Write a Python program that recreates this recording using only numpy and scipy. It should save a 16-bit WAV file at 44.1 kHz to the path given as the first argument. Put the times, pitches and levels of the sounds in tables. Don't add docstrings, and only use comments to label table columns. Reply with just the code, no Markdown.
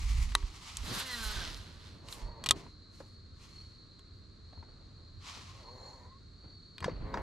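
import sys
import numpy as np
from scipy import signal
from scipy.fft import rfft, irfft, next_fast_len
from scipy.io import wavfile
from scipy.ndimage import uniform_filter1d, map_coordinates

SR = 44100
rng = np.random.default_rng(int(sys.argv[2]) if len(sys.argv) > 2 else 0)


def generate_wav(sig):
    pcm = np.round(np.clip(np.atleast_2d(sig).T, -1, 1) * 32767).astype(np.int16)
    wavfile.write(sys.argv[1], SR, pcm)


N = 318393
STROKE_DROP_DB = 12


def amp(db):
    return 10 ** (np.asarray(db) / 20)


def unit(x):
    return x / np.sqrt(np.mean(x ** 2) + 1e-20)


def along(points, hz):
    f, v = np.transpose(points)
    return np.interp(np.log(hz + 1), np.log(f + 1), v)


def curves(rows):
    s, *cols = np.transpose(rows)
    return [np.interp(np.arange(N) / SR, s, c) for c in cols]


def swells(rows, fade=0.04):
    t = np.arange(N) / SR
    gate = np.clip(1 + np.minimum(t - rows[0][0], rows[-1][0] - t) / fade, 0, 1)
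    return gate * amp(curves(rows))


def swell(s, db, rise_s, fall_s, drop_db, fade=.04, tail_s=0):
    t = np.arange(N) / SR - s
    gate = np.clip(1 + np.minimum((t + rise_s) / fade, (fall_s - t) / (fade + tail_s)), 0, 1)
    return gate * amp(db - drop_db * np.abs(t / np.where(t < 0, rise_s, fall_s)))


def wobble(rate):
    knots = rng.standard_normal(int(N * rate / SR) + 4)
    return map_coordinates(knots, [np.arange(N) * rate / SR])


def filtered(x, response):
    m = next_fast_len(N + 8192)
    return irfft(rfft(x, m) * response(np.fft.rfftfreq(m, 1 / SR)), m)[..., :N]


def band(x, lo_hz, hi_hz, order=2):
    sections = signal.butter(order, [lo_hz, min(hi_hz, SR * .45)], 'band', fs=SR, output='sos')
    return signal.sosfilt(sections, x)


def rush(spectrum):
    # frequency in Hz, correlation of left and right from 0 to 1.
    likeness = [(50, 1), (150, 0.9), (400, 0.53), (1500, 0.54), (12000, 0.67)]

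    def mid_side(hz):
        angle = np.arccos(np.clip(along(likeness, hz), -1, 1)) / 2
        return amp(along(spectrum, hz)) * [np.cos(angle), np.sin(angle)]

    mid, side = filtered(rng.standard_normal((2, N)), mid_side)
    return unit(np.array([mid + side, mid - side]))


def blow(x):
    return x / np.sqrt(np.sum(x ** 2) / (.002 * SR))


def add(track, s, x):
    part = track[round(s * SR):][:len(x)]
    part += x[:len(part)]


def modes(table, t, scatter_db):
    total = 0
    for hz, level, t60 in table:
        decay = amp(level + rng.normal(0, scatter_db) - 60 * t / t60)
        total = total + decay * np.sin(2 * np.pi * hz * t)
    return total


def rotor(rate_hz, spectrum, odd_db, flutter_db, shake, count):
    phase = 2 * np.pi * np.cumsum(rate_hz) / SR + shake * wobble(200)[:len(rate_hz)]
    t = np.arange(len(rate_hz)) / SR
    tone = 0
    for k in range(2, count):
        flutter = np.interp(t, np.arange(64) / 20, rng.standard_normal(64))
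        gain = amp(along(spectrum, k * rate_hz) + odd_db * (k % 2))
        tone = tone + gain * amp(flutter_db * flutter) * np.sin(k * phase + rng.uniform(0, 2 * np.pi))
    return unit(tone)


def whistle(speed, rows, shake):
    phase = 2 * np.pi * np.cumsum(speed) / SR + shake * wobble(110)
    t, flutter = np.arange(N) / SR, amp(4 * wobble(55))
    song = 0
    for start, end, order, db in rows:
        gate = np.clip(np.minimum(t - start, end - t) / .03, 0, 1)
        song = song + amp(db) * gate * np.sin(order * phase)
    return np.sqrt(2) * flutter * song


def cove():
    # frequency in Hz, relative level in dB per Hz.
    air_spectrum = [(29, -44.5), (50, -24.5), (91, -3), (124, -12), (162, -13.5), (400, -22.5), (841, -39),
                    (1130, -29), (3300, -45.5), (5000, -100)]
    # peak time in seconds, level in dB.
    lap_rows = [(4.171, -43), (4.6, -48), (4.97, -51), (5.17, -45), (5.55, -45)]
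    hum = rush([(55, -36.5), (80, 13), (90, 9.0), (115, -11.5), (200, -64.5)])
    laps = sum(swell(s, db, rise_s=0.052, fall_s=0.044, drop_db=9.5) for s, db in lap_rows)
    ripples = amp(-63.5 + 2 * wobble(9.3))
    air = amp(-57.0) * rush(air_spectrum) * amp(0.41 * wobble(3.7))
    return air + np.hypot(laps, ripples) * hum


def crickets():
    # frequency in Hz, relative level in dB per Hz.
    chorus_spectrum = [(2500, -40), (3500, -17), (4000, -3.5), (4350, 2), (4700, -12), (5300, -22),
                       (7200, -23.5), (8500, -32), (12000, -45.5), (15000, -72)]
    # start in seconds, end in seconds, pitch in Hz, level in dB.
    trill_rows = [(2.158, 2.525, 4400, -62.5), (2.601, 3.016, 4115, -65.5), (2.994, 3.396, 4370, -68),
                  (3.43, 3.896, 4326, -60), (3.549, 4.142, 4045, -66.5), (4.421, 4.781, 4277, -62),
                  (4.954, 5.407, 4094, -67.5), (5.582, 6.04, 4280, -56.5), (6.293, 7.105, 4420, -61)]
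    out = amp(-63.5) * rush(chorus_spectrum) * amp(0.27 * wobble(12.0))
    drift, grit, size = wobble(9.1), wobble(300), wobble(25)
    for start, end, hz, db in trill_rows:
        i = np.arange(round(start * SR), min(round(end * SR), N))
        strokes_per_s = 40 * (1 + 0.041 * drift[i])
        stroke = 2 * np.pi * np.cumsum(strokes_per_s) / SR + rng.uniform(0, 2 * np.pi)
        pitch = hz + 25 * drift[i] + 60 * np.sin(stroke) + 70 * grit[i]
        carrier = np.sin(2 * np.pi * np.cumsum(pitch) / SR)
        trill = unit(carrier * amp(3.2 * np.cos(stroke) + 2.1 * size[i]))
        out[:, i] += amp(db) * trill * signal.windows.tukey(len(i), .5)
    return out


def handling():
    # frequency in Hz, relative level in dB per Hz.
    rumble_spectrum = [(12, -33.5), (21, 0), (54, 8.5), (118, -16), (221, -27), (300, -32.5), (480, -120)]
    # frequency in Hz, relative level in dB per Hz.
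    grip_spectrum = [(47, -24.5), (80, 5.5), (154, 1), (517, -11), (1200, -17.5), (3000, -30), (3900, -37),
                     (6600, -120)]
    # peak time in seconds, relative level in dB, rise and fall in seconds.
    buffet_rows = [(.04, -37.5, 0.13, 0.061), (.19, -25.5, 0.17, 0.17), (.44, -32.5, 0.041, 0.057),
                   (.83, -41.5, 0.088, 0.12), (1.359, -40.5, 0.21, 0.25), (2.26, -39.5, 0.06, 0.08),
                   (2.53, -48.5, 0.095, .06), (7.03, -39, 0.1, 0.055), (7.21, -37, 0.076, 0.086)]
    # peak time in seconds, relative level in dB, rise and fall in seconds.
    grip_rows = [(.925, -44.5, 0.073, 0.056), (1.38, -57, 0.08, 0.59), (2.2, -58.5, 0.29, 0.46),
                 (2.502, -52.5, 0.085, 0.17), (4.6, -65.5, 0.19, 0.7), (5.37, -59.5, 0.033, 0.13),
                 (6.45, -61, 0.026, 0.1), (6.88, -51.5, 0.076, 0.19), (7.2, -50, 0.38, 0.093)]
    drop_db = 12.5
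    breeze = amp(-59.5)
    push = breeze + sum(swell(*row, drop_db) for row in buffet_rows)
    buffet = push * rush(rumble_spectrum) * amp([[-2.2], [2.2]])
    uneven = unit(rush(grip_spectrum) * amp(2.2 * wobble(60)))
    grip = sum(swell(*row, drop_db) for row in grip_rows) * uneven
    return amp(-0.5) * buffet + amp(6.5) * grip


def rubbing():
    # frequency in Hz, relative level in dB per Hz.
    rub_spectrum = [(350, -35), (720, -9.5), (1150, 0), (1560, -11), (1960, -7.5), (3060, -5.5),
                    (4770, -5.5), (6960, -10), (12800, -29), (15000, -43.5)]
    # peak time in seconds, relative level in dB, rise and fall in seconds,
    # treble gain in dB, guide ring in dB relative to the grain in its band.
    stroke_rows = [(.09, -59, 0.19, 0.24, 8, 5.5), (.23, -61.5, 0.02, 0.022, 14, 12.5),
                   (.4, -64.5, 0.4, 0.11, -6, -11), (0.688, -57.5, 0.23, 0.49, 1, -8.5),
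                   (2.127, -58.5, 0.071, 0.12, 1, -17), (2.563, -64, 0.0088, 0.128, 0.5, -1.5),
                   (2.962, -74.5, 0.045, 0.17, 8.5, -10), (3.425, -67, 0.053, 0.29, 1.5, -7),
                   (5.279, -55.5, 0.057, 0.31, -6, -18)]
    treble_hz = 7300
    grain = unit(rush(rub_spectrum) * amp(1.1 * wobble(400) + 1.6 * wobble(40)))
    treble = filtered(grain, lambda hz: hz ** 4 / (hz ** 4 + treble_hz ** 4))
    ring = band(grain, 1890, 2320, order=1)
    strokes = 0
    for s, db, rise_s, fall_s, treble_db, ring_db in stroke_rows:
        colour = grain + (amp(treble_db) - 1) * treble + amp(ring_db) * ring
        strokes = strokes + swell(s, db, rise_s, fall_s, STROKE_DROP_DB, tail_s=fall_s / 2) * colour
    return amp(8.0) * strokes


def knocks():
    # time in seconds, level in dB, pitch in Hz,
    # then clack and thud in dB relative to that level.
    knock_rows = [(0.914, -31.5, 219, -30, -8), (2.664, -52.5, 960, -16, -1), (3.003, -42.5, 550, -17, 1),
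                  (4.527, -52, 600, -14, 2), (4.574, -56, 960, -18, -2), (4.626, -52, 912, -16, 1),
                  (6.825, -39.5, 1050, -6, 2), (6.842, -29, 998, -4, -2), (6.857, -30.5, 137, -28, -2),
                  (6.863, -39.5, 700, -18, -3), (6.8805, -24, 502, -28, -12.5), (6.894, -44.5, 1140, -9, 0),
                  (7.14, -27.5, 954, -12, -2), (7.172, -36, 900, -13, 6.5)]
    # frequency in Hz, relative level in dB, 60 dB decay time in seconds.
    rod_modes = [(301, -6, .8), (393, 0, .42), (500, -9, .2)]
    # frequency in Hz, relative level in dB, 60 dB decay time in seconds.
    seat_modes = [(1703, 3.5, 0.04), (2060, 3, 0.018), (2350, -5, 0.024), (3370, -1, 0.029),
                  (3770, 4, 0.02), (4870, 8.5, 0.018)]
    # time in seconds, level in dB.
    jolt_rows = [(.353, -43), (2.511, -36)]
    out, t = np.zeros(N), np.arange(SR // 2) / SR
    rise = 1 - np.exp(-t / 0.003)

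    def rod():
        return blow(rise * modes(rod_modes, t, scatter_db=1.4))

    for s, db, hz, clack_db, thud_db in knock_rows:
        tone = np.sin(2 * np.pi * hz * t) * rise * amp(-60 * t / 0.025)
        force = rng.standard_normal(len(t)) * rise * (amp(-60 * t / 0.017) + amp(-18.0 - 60 * t / 0.16))
        thud = band(force, hz * 0.25, hz * 1.98, order=3)
        seat = blow(rise * modes(seat_modes, t, scatter_db=6))
        clack = seat + amp(-4.5) * blow(band(force, 1600, 6200, order=4))
        bump = blow(tone) + amp(thud_db) * blow(thud) + amp(clack_db) * clack + amp(-18) * rod()
        add(out, s, amp(db) * bump)
    for s, db in jolt_rows:
        add(out, s, amp(db) * rod())
    return out


def winding():
    # peak time in seconds, level in dB, rise and fall in seconds,
    # grind in dB relative to that level.
    spell_rows = [(2.27, -58, .22, .38, -6), (5.86, -59, 0.3, 0.22, 2), (7.19, -47, .12, .1, -4.5)]
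    # frequency in Hz, relative level in dB (per Hz for the grind).
    gear_spectrum = [(200, -21), (410, 4.5), (550, 4.5), (720, -3.5), (1020, 5.5), (1350, -14.5),
                     (1700, -12), (2050, -9.5), (3000, -35.5)]
    # time in seconds, teeth per second (smoothed below).
    gear_speed = [(2.08, 112), (2.15, 123), (2.22, 106), (2.29, 122), (2.38, 112), (5.5, 130), (5.59, 138),
                  (5.655, 110), (5.73, 126), (5.78, 128), (5.84, 108), (5.96, 138), (6.01, 118),
                  (6.17, 137), (6.93, 96), (7.12, 109), (7.22, 106)]
    # start in seconds, end in seconds, order, level in dB.
    whine_rows = [(2.11, 2.27, 9, -65), (2.13, 2.45, 5, -62), (2.15, 2.44, 8, -63.5), (5.47, 6.07, 8, -64),
                  (5.61, 5.73, 9, -63.5), (5.79, 6.02, 7, -64.5), (6.03, 6.19, 8, -61),
                  (5.96, 6.18, 15, -78)]
    out, grind = np.zeros((2, N)), rush(gear_spectrum)
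    speed = uniform_filter1d(curves(gear_speed)[0], size=SR // 40)
    for s, db, rise_s, fall_s, grind_db in spell_rows:
        level = swell(s, db, rise_s, fall_s, drop_db=4)
        live = level > 0
        whir = rotor(speed[live], gear_spectrum, odd_db=-1, flutter_db=3, shake=.045, count=22)
        out[:, live] += level[live] * whir
        out += swell(s, db + grind_db, rise_s, fall_s, drop_db=11.5) * grind
    whine = whistle(speed, whine_rows, shake=.09)
    thread = rush([(5000, -11.0), (6300, -8), (7000, -2.5), (8000, -18.0), (9200, -18), (13000, -44.0)])
    sizzle = swell(5.87, -65, rise_s=.2, fall_s=.2, drop_db=STROKE_DROP_DB) * thread
    return out + whine + sizzle


def clicks():
    # time in seconds, relative level of the snap in dB,
    # then body, edge, and rattle and ring in dB (the ring also follows the body).
    click_rows = [(0.321, -52, 3, -7, 1), (0.427, -56, 6, -21, 0), (0.7701, -37, -12.5, 5, -2),
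                  (2.086, -42.5, -10, -8.5, 3.5), (2.126, -35, -12, -11.5, 1), (2.4394, -37.5, -7.5, -3, 5),
                  (2.461, -29.5, -12.5, -3.5, 8), (2.4652, -32, -10, -6.5, 8.5),
                  (2.4889, -21.5, -12.5, -5, -4), (2.495, -35, -6, -3, 5.5), (2.509, -13, -9, -2.5, 2),
                  (3.993, -57, -7, -5, 0), (6.782, -40.5, -5, -27, -2), (6.805, -49.5, -3, -5, 4.5),
                  (6.843, -43.5, -13, -3, 15)]
    # frequency in Hz, relative level in dB, 60 dB decay time in seconds.
    frame_modes = [(960, -19, .12), (1085, 0, .055), (1260, -4, .035), (1960, -11, .03), (2460, 1, .025),
                   (2830, 0, .025), (3230, -1, .035), (7800, -7, .03)]
    out, t = np.zeros((2, N)), np.arange(SR // 5) / SR
    rattle_decay = amp(-10.0 - 60 * t / 0.029) + amp(-56 - 60 * t / 0.2015)
    for s, db, body_db, edge_db, ring_db in click_rows:
        crack = rng.standard_normal(len(t)) * amp(-60 * t / .0075)
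        crack[0] += 3
        ring = blow(modes(frame_modes, t, scatter_db=6.5))
        shared = rng.standard_normal(len(t))
        for port in out:
            scatter = shared + amp(-6) * rng.standard_normal(len(t))
            force = crack + amp(ring_db) * scatter * rattle_decay
            snap = amp(body_db) * blow(band(force, 1000, 2200))
            snap += blow(band(force, 3150, 4250))
            snap += amp(edge_db) * blow(band(force, 5280, 8700, order=3))
            snap += amp(edge_db - 12.0) * blow(band(force, 10500, 12000))
            add(port, s, amp(db) * (snap + amp(body_db + ring_db + 3.0) * ring))
    return amp(-0.5) * out


def thumb_bar():
    # frequency in Hz, relative level in dB, 60 dB decay time in seconds.
    bar_modes = [(958, -23, .17), (1130, -23, .15), (1200, 1, .013), (1520, -1, .01), (1860, 1, .015),
                 (1970, -11, .04), (2650, -1, .009), (3140, -3, .02), (3900, 9, .009)]
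    out, t = np.zeros(N), np.arange(SR // 4) / SR
    force = rng.standard_normal(len(t)) * (amp(-60 * t / .0045) + amp(-25 - 60 * t / .04))
    crack = band(force, 1500, 9500, order=4)
    ring = band(modes(bar_modes, t, scatter_db=1), 850, 8000)
    add(out, .3518, amp(-16) * (blow(ring) + amp(-6.5) * blow(crack)))
    return out


def flicks(speed):
    turns = np.floor(np.cumsum(speed) / SR)
    ticks = np.diff(turns, prepend=0) * amp(4 * wobble(90))
    level = swell(1.43, -49, rise_s=.13, fall_s=.13, drop_db=STROKE_DROP_DB)
    return level * unit(band(ticks, 3200, 5800))


def spool():
    # time in seconds, turns per second.
    speed_rows = [(.86, 90), (.93, 135), (1.05, 131), (1.09, 127), (1.19, 114), (1.26, 107.8),
                  (1.325, 105.6), (1.4, 91), (1.53, 69), (2.0, 45)]
    # time in seconds, whir level in dB, relative level of the line hiss in dB.
    cast_rows = [(0.8, -63, -69), (0.862, -45, -49), (1.006, -36.5, -40.5), (1.048, -44, -58),
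                 (1.078, -43, -46), (1.314, -40.5, -46.5), (1.47, -44, -65), (1.56, -51.5, -62.5),
                 (1.78, -61.5, -90), (1.87, -56.5, -80), (2.04, -71.5, -92)]
    # frequency in Hz, relative level in dB (per Hz for the rasp).
    whir_spectrum = [(180, -31), (300, -10), (800, -7.5), (986, -0.5), (1550, -0.5), (2300, -5),
                     (4120, 1.5), (4920, -3.5), (11900, -23), (14000, -38)]
    # time in seconds, tonal share from 0 to 1.
    tonal_rows = [(.99, .06), (1.06, .62), (1.25, .68), (1.3, .45), (1.4, .3), (1.54, .06)]
    # start in seconds, end in seconds, order, level in dB.
    whistle_rows = [(1.055, 1.195, 16, -52), (1.05, 1.19, 34, -54), (1.17, 1.34, 14, -49),
                    (1.19, 1.29, 38, -52), (1.315, 1.41, 16, -55), (1.385, 1.48, 18, -53)]
    whir, hiss = swells(cast_rows)
    speed, = curves(speed_rows)
    tonal, = curves(tonal_rows)
    buzz, live = np.zeros(N), whir > 0
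    buzz[live] = rotor(speed[live], whir_spectrum, odd_db=-9, flutter_db=3, shake=.003, count=80)
    brush = 4 * np.pi * np.cumsum(speed) / SR
    hum = amp(-10.5 + 3 * wobble(20)) * np.sin(brush)
    hum += amp(-20 + 4 * wobble(20)) * np.sin(2 * brush)
    rasp = unit(rush(whir_spectrum) * amp(1.8 * np.cos(brush)))
    line = rush([(2000, -29), (5000, -4), (7000, 5), (10500, 2.5), (13000, 0.5), (15500, -26.5)])
    line = line * amp(2.7 * wobble(70))
    song = whistle(speed, whistle_rows, shake=.025)
    spin = np.sqrt(tonal) * buzz + tonal * hum + np.sqrt(1 - tonal) * rasp
    skid = swell(2.14, -56, rise_s=.05, fall_s=.05, drop_db=STROKE_DROP_DB)
    return whir * spin + song + flicks(speed) + (hiss * amp(-6.0) + skid) * line


def scene():
    # time in seconds, left minus right in dB.
    pan_rows = [(0, 1.5), (1.0, -1.5), (2.0, -1.5), (2.5, 1)]
    pan_db, = curves(pan_rows)
    near = spool() + rubbing() + handling() + winding() + thumb_bar() + clicks() + knocks()
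    return near * amp(np.array([pan_db, -pan_db]) / 2) + crickets() + cove()


def record(dry):
    skew, top_hz = .6, 15700

    def response(hz):
        lead = skew * hz / (hz + 300) / (1 + (hz / 9000) ** 2)
        phase = lead * np.array([[-1], [1]]) / 2
        return (hz < top_hz) * np.exp(1j * phase)

    return filtered(dry, response)


dry = scene()
out = record(dry)
generate_wav(out)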